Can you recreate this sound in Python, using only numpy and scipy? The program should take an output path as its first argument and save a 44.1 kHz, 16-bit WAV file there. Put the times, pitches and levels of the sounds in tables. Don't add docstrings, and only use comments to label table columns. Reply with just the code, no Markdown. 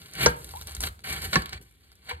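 import sys
import numpy as np
from scipy import signal
from scipy.fft import rfft, irfft, next_fast_len
from scipy.io import wavfile
from scipy.ndimage import uniform_filter1d

SR = 44100
rng = np.random.default_rng(int(sys.argv[2]) if len(sys.argv) > 2 else 0)


def to_wav(sig):
    pcm = np.clip(np.atleast_2d(sig), -1, 1) * 32767
    pcm = np.round(pcm).astype(np.int16)
    wavfile.write(sys.argv[1], SR, pcm.T)


N = 97020
T = np.arange(N) / SR
SIZE = next_fast_len(N + SR // 2, real=True)
HZ = np.maximum(np.arange(SIZE // 2 + 1) * SR / SIZE, 1)
MIC_LAG_S = 0.00009


def from_db(db):
    return 10 ** (np.asarray(db) / 20)


def rms_one(x):
    return x / np.sqrt(np.mean(x ** 2) + 1e-20)


def steady(x):
    return x / np.sqrt(uniform_filter1d(x ** 2, size=3000) + 1e-12)


def gains(points):
    hz, db = np.transpose(points)
    return from_db(np.interp(np.log(HZ), np.log(hz), db))


def coloured(x, points):
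    cepstrum = irfft(np.log(rms_one(gains(points))), SIZE)
    cepstrum[1:SIZE // 2] *= 2
    cepstrum[SIZE // 2 + 1:] = 0
    return irfft(rfft(x, SIZE) * np.exp(rfft(cepstrum)), SIZE)[..., :N]


def ring(x, hz, t60):
    r, w = from_db(-60 / (t60 * SR)), 2 * np.pi * hz / SR
    return signal.lfilter([0, np.sin(w)], [1, -2 * r * np.cos(w), r * r], x + 1e-18)


def resonance(x, hz, t60):
    r, w = from_db(-60 / (t60 * SR)), 2 * np.pi * hz / SR
    return signal.lfilter(np.array([1, 0, -1]) * (1 - r * r) / 2, [1, -2 * r * np.cos(w), r * r], x)


def contact(start, decay_s, trail_db):
    decay = (T >= start) * np.exp(-np.clip((T - start) / decay_s, 0, 20))
    clicks = from_db(trail_db) * decay * rng.standard_normal(N)
    clicks[int(start * SR)] = 1
    return clicks / np.sqrt(np.sum(clicks ** 2))


def fractures(per_s):
    spread_db, clump_db, clumps_per_s = 2.5, 3.0, 110
    clumps = np.interp(T * clumps_per_s, np.arange(N), rng.standard_normal(N))
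    sizes_db = spread_db * np.minimum(rng.exponential(1, N), 4) + clump_db * np.clip(clumps, -2, 2)
    return rms_one(from_db(sizes_db) * rng.choice([-1, 1], N) * (rng.random(N) < per_s / SR))


def crust():
    # start in seconds, swell time in seconds, rise over the swell in dB,
    # seconds to fade by 60 dB, then the levels of crunch, crackle and scrape in dB.
    pushes = [(0.0, 0.065, 2, 3, -53.5, -56.5, -51), (0.131, 0.091, 24.5, 0.2949, -28.5, -35, -16),
              (0.231, 0.013, -1, 0.215, -34, -35, -20.5), (.36, 0.25, -1, 0.5, -55, -53.5, -73),
              (.665, 0.0095, 6, 0.73, -45, -47, -45), (.803, 0.07, 7, 0.0352, -34.5, -37, -54),
              (1.038, 0.069, 10.5, 0.63, -36.5, -39, -24), (1.216, 0.033, 5.5, 0.1053, -36.5, -37, -28.5),
              (1.27, 0.058, 5.5, 0.11, -45, -46.5, -38.5), (1.328, 0.011, 5.5, 0.25, -26.5, -41.5, -21.5),
              (1.41, 0.17, 3.5, 0.01, -49.5, -85.5, -43), (1.525, 0.023, -2, 0.0241, -43.5, -73.5, -34),
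              (1.611, 0.016, -7, 0.9, -65.5, -63, -55), (1.80, 0.05, 6, 1.4, -63.5, -71, -59),
              (2.018, 0.057, 18.5, 0.1, -48, -57, -43.5), (2.085, 0.0082, 6, 0.21, -39.5, -54, -26.5)]
    # frequency in Hz, gain in dB.
    crunch_eq = [(60, -17.5), (150, -5.5), (300, -5.5), (550, -5.5), (900, -4.5), (1500, -1), (2200, -1),
                 (2800, -4), (3800, -2.5), (4450, 5.5), (5300, -16), (8000, -10.5), (15000, -34)]
    crackle_eq = [(500, -36), (3000, -17.5), (4700, 1), (5900, 0), (7500, 2.5), (10000, 2), (12500, 3.5),
                  (14000, -0.5), (16000, -12.5)]
    powers = np.zeros((3, N))
    for start, swell, rise_db, fade, *levels_db in pushes:
        age = T - start - swell
        envelope_db = np.where(age < 0, rise_db * np.maximum(age / swell, -1), -60 * age / fade)
        envelope = (T >= start) * from_db(envelope_db)
        powers += (from_db(levels_db)[:, None] * envelope) ** 2
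    swarm = fractures(per_s=5000)
    flakes = from_db(-0.5) * fractures(per_s=280)
    slips = rms_one(fractures(per_s=1500) + flakes / 2)
    bread = rms_one(swarm + flakes / 2)
    surface = rms_one(fractures(per_s=5000) + flakes)
    crunch, crackle, scrape = np.sqrt(powers) * [bread, surface, slips]
    return coloured(crunch, crunch_eq) + coloured(crackle, crackle_eq) + blade(scrape)


def blade(x):
    # frequency in Hz, ring time (t60) in seconds, gain in dB.
    rings = [(766.5, 0.045, -3.5), (1120, 0.028, -6.5), (1517, 0.031, 4.5), (1837, 0.022, 5.5),
             (2225, 0.028, 4.5), (2398, 0.055, 5.5), (2920, 0.024, 1), (3337, 0.022, 0.5),
             (4407, 0.017, -3.5)]
    return sum((-1) ** k * from_db(db) * resonance(x, hz, t60) for k, (hz, t60, db) in enumerate(rings))


def wooden_table():
    # time in seconds, rumble level in dB, thudding level in dB before its trim.
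    shake = [(0.0, -54, -53), (0.13, -65, -58), (0.2, -41, -36.5), (0.24, -43, -29), (0.27, -29.5, -26),
             (0.29, -38, -30.5), (0.36, -50.5, -46.5), (0.51, -46.5, -53.5), (0.73, -45.5, -56.5),
             (0.86, -36.5, -42.5), (0.95, -49, -70.5), (1.04, -65, -57), (1.11, -39, -41),
             (1.21, -45.5, -47), (1.27, -36.5, -43.5), (1.32, -54.5, -47.5), (1.37, -40, -25.5),
             (1.41, -46, -41), (1.45, -50, -47.5), (1.5, -49, -57), (1.54, -37.5, -45.5), (1.571, -47, -57),
             (1.61, -56.5, -50.5), (1.699, -65.5, -71.5), (1.95, -65, -76.5), (2.1, -64, -59.5),
             (2.14, -65, -59), (2.2, -84, -57)]
    # frequency in Hz, gain in dB.
    rumble_eq = [(25, -34.5), (42, -18.5), (56, 6), (80, 3), (100, -8), (130, -23.5), (250, -41.5)]
    thudding_eq = [(70, -28.5), (100, -7.5), (125, 3.5), (185, -3.5), (260, -13), (400, -12), (600, -26.5),
                   (1500, -54.5)]
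    # start in seconds, pitch in Hz, level in dB, t60 in seconds.
    thumps = [(0.263, 128, -21, 0.032), (0.272, 64, -22, 0.1), (0.775, 56.5, -31, 0.23),
              (1.244, 77, -29, 0.16), (1.364, 151, -7.5, 0.049), (1.376, 59.8, -25, 0.15),
              (2.127, 77.2, -33.5, 0.25)]
    thudding_trim_db, attack_s = -2, 0.0038
    times, rumble_db, thudding_db = np.transpose(shake)
    rumble = steady(coloured(rng.standard_normal(N), rumble_eq))
    thudding = steady(coloured(rng.standard_normal(N), thudding_eq))
    wood = from_db(np.interp(T, times, rumble_db)) * rumble
    wood += from_db(thudding_trim_db + np.interp(T, times, thudding_db)) * thudding
    for start, hz, db, t60 in thumps:
        age = np.maximum(T - start, 0)
        envelope = from_db(db - 60 * age / t60) * (1 - np.exp(-age / attack_s))
        wood += envelope * np.sin(2 * np.pi * hz * age)
    return wood


def snaps():
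    # start in seconds, treble level in dB, body level in dB.
    breaks = [(0.0173, -50.5, -45), (0.0598, -47, -44.5), (0.136, -39, -43), (0.153, -38, -36.5),
              (.445, -34, -37.5), (0.467, -58, -63), (.510, -59, -44), (.571, -40, -41.5),
              (.622, -48, -38.5), (0.681, -51, -46), (.695, -46, -46.5), (0.711, -41, -41),
              (0.719, -41.5, -48), (.767, -37, -37.5), (0.4916, -41, -41.5), (0.5598, -41.5, -44.5),
              (0.594, -58, -48), (0.613, -35.5, -37.5), (.672, -33.5, -41), (.750, -31.5, -43.5),
              (0.806, -26, -36.5), (0.8168, -32, -53), (.828, -36, -49), (0.8384, -31, -23),
              (.887, -38.5, -39), (.9925, -58.5, -48), (1.005, -55.5, -57), (1.019, -60.5, -61.5),
              (1.043, -39.5, -38.5), (1.061, -41, -38.5), (1.089, -43, -36.5), (1.128, -30.5, -37),
              (1.22, -39, -33), (1.332, -38.5, -24), (1.339, -41.5, -27.5), (1.421, -39, -34),
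              (1.459, -36, -32.5), (1.4939, -42, -38), (1.531, -49, -32), (1.626, -51.5, -57),
              (1.918, -57, -51), (1.9548, -54, -64.5), (2.095, -40, -38)]
    # frequency in Hz, gain in dB.
    body_eq = [(150, -12.5), (600, -7), (1800, 0.5), (2700, -4), (3900, 5), (5400, 2.5), (8000, -7.5),
               (15000, -25.5)]
    treble_eq = [(500, -31), (3000, -14), (5500, 13.5), (8000, 2), (12000, -2.5), (16000, -3)]
    flake_hz, spread_octaves, ring_db = 10260, 0.11, 10.5
    splinters_s, jolt_db = 0.0017, -3.5
    body, treble = np.zeros((2, N))
    for start, treble_db, body_db in breaks:
        snap = contact(start, splinters_s, trail_db=-16) * np.sqrt(2 * splinters_s * SR)
        hz = min(flake_hz * 2 ** (spread_octaves * rng.standard_normal()), SR / 3)
        flake = snap + from_db(ring_db) * resonance(snap, hz, t60=0.0009)
        body += from_db(body_db) * snap
        treble += from_db(treble_db) * flake * snap.std() / flake.std()
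    return coloured(body, body_eq) + coloured(treble, treble_eq) + blade(from_db(jolt_db) * body)


def knocks():
    # start in seconds, level of the steel's crack in dB.
    hits = [(.2602, -16.5), (1.3565, -21.5), (2.1095, -42)]
    # frequency in Hz, t60 in seconds, then the peak in dB for the first, second and third knock.
    plate_modes = [(487.7, 0.099, -21.5, -44, -39.5), (531, 0.034, -10.5, -26.5, -47),
                   (762, 0.085, -30, -31, -48), (913, 0.042, -14, -25.5, -36),
                   (1024.5, .05, -17.5, -36, -35), (1120, 0.051, -30.5, -16, -60),
                   (1415, 0.059, -16.5, -38, -46), (1590, 0.057, -11.5, -22.5, -43.5),
                   (1745, 0.031, -20.5, -9.5, -38), (2216, 0.027, -21.5, -17, -24),
                   (2560, 0.029, -34, -22.5, -45), (3960, 0.043, -25.5, -29, -55),
                   (5430, .02, -10.5, -32.5, -52), (6370, 0.036, -13.5, -33, -49)]
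    # frequency in Hz, gain in dB.
    crack_eq = [(300, -15), (1200, -4.5), (2200, -1.5), (3000, -5.5), (4300, 6), (5300, 0.5), (7000, -4),
                (9000, -14), (15000, -31.5)]
    chatter_s, chatter_db, lag_at_1khz_s = 0.003, -12.5, 0.0013
    ringing, cracks = np.zeros((2, N))
    for k, (start, crack_db) in enumerate(hits):
        cracks += from_db(crack_db) * contact(start, chatter_s, chatter_db) * np.sqrt(2 * chatter_s * SR)
        for hz, t60, *peaks_db in plate_modes:
            arrival = start + lag_at_1khz_s * 1000 / hz
            mode = ring(contact(arrival, chatter_s, chatter_db), hz, t60)
            ringing += from_db(peaks_db[k]) * mode / np.abs(mode).max()
    return ringing + coloured(cracks, crack_eq)


def squelch():
    # time in seconds, pitch in Hz, level in dB.
    glide = [(0.538, 1050, -79), (.538, 926, -30.5), (0.547, 836, -57), (.552, 832, -36), (0.559, 878, -37),
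             (.570, 980, -48), (0.581, 1014, -44), (.598, 1070, -70)]
    times, hz, db = np.transpose(glide)
    envelope = from_db(np.interp(T, times, db)) * (T > times[0]) * (T < times[-1])
    return envelope * np.sin(2 * np.pi * np.cumsum(np.interp(T, times, hz)) / SR)


def kitchen(x):
    # centre in Hz, decay time (t60) in seconds, level in dB.
    bands = [(150, 0.71, -17.5), (703, 0.4, -11), (1500, 0.27, -11.5), (3980, 0.17, -17.5),
             (10000, 0.085, -20)]
    early_db, early_t60_s = -5.5, 0.038
    t = T[:SR // 2]
    centres = np.log([row[0] for row in bands])
    noise = rfft(rng.standard_normal((2, len(t))), SIZE)
    early = rng.standard_normal((2, len(t))) * from_db(-60 * t / early_t60_s) * (t > 0.001)
    response = from_db(early_db) * rms_one(early)
    for share, (hz, t60, db) in zip(np.eye(len(bands)), bands):
        band = irfft(noise * np.interp(np.log(HZ), centres, share), SIZE)[:, :len(t)]
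        decay = rms_one(from_db(-60 * t / t60) * (t > 0.005))
        response += from_db(db) * band * decay
    reverb = rfft(response / np.sqrt(len(t)), SIZE)
    direct = np.exp(-2j * np.pi * HZ * np.array([[MIC_LAG_S], [0]]))
    return irfft(rfft(x, SIZE) * (direct + reverb), SIZE)[:, :N]


def room_tone():
    # frequency in Hz, gain in dB.
    bed_eq = [(25, -10), (65, 3.5), (150, -7), (400, -12), (650, -29), (2000, -26), (3500, -19.5),
              (5500, -36.5), (11000, -27.5), (15000, -43)]
    noise = rng.standard_normal(N) + 0.65 * rng.standard_normal((2, N))
    return from_db(-65.5) * coloured(noise, bed_eq)


def scene():
    return room_tone() + kitchen(crust() + snaps() + knocks() + squelch()) + wooden_table()


def record(dry):
    # frequency in Hz, gain of the side against the mid in dB.
    side_eq = [(400, -0.5), (560, -2), (850, 11), (2000, 7.5), (4000, -4.5), (5700, 8), (7500, -3),
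               (10000, -10.5), (14000, 8)]
    low_cut_hz, stopband_hz = 42, 17000
    low_cut = signal.butter(4, low_cut_hz, "high", fs=SR, output="sos")
    high_cut = signal.cheby2(12, 70, stopband_hz, fs=SR, output="sos")
    left, right = rfft(signal.sosfilt(low_cut, dry), SIZE)
    width = gains(side_eq)
    angle = np.pi * HZ * MIC_LAG_S
    widening_gain = np.hypot(np.cos(angle), width * np.sin(angle))
    mid = (left + right) / 2 / widening_gain
    side = width * (left - right) / 2 / widening_gain
    wide = irfft(np.array([mid + side, mid - side]), SIZE)[:, :N]
    return signal.sosfilt(high_cut, np.tanh(wide))


dry = scene()
out = record(dry)
to_wav(out)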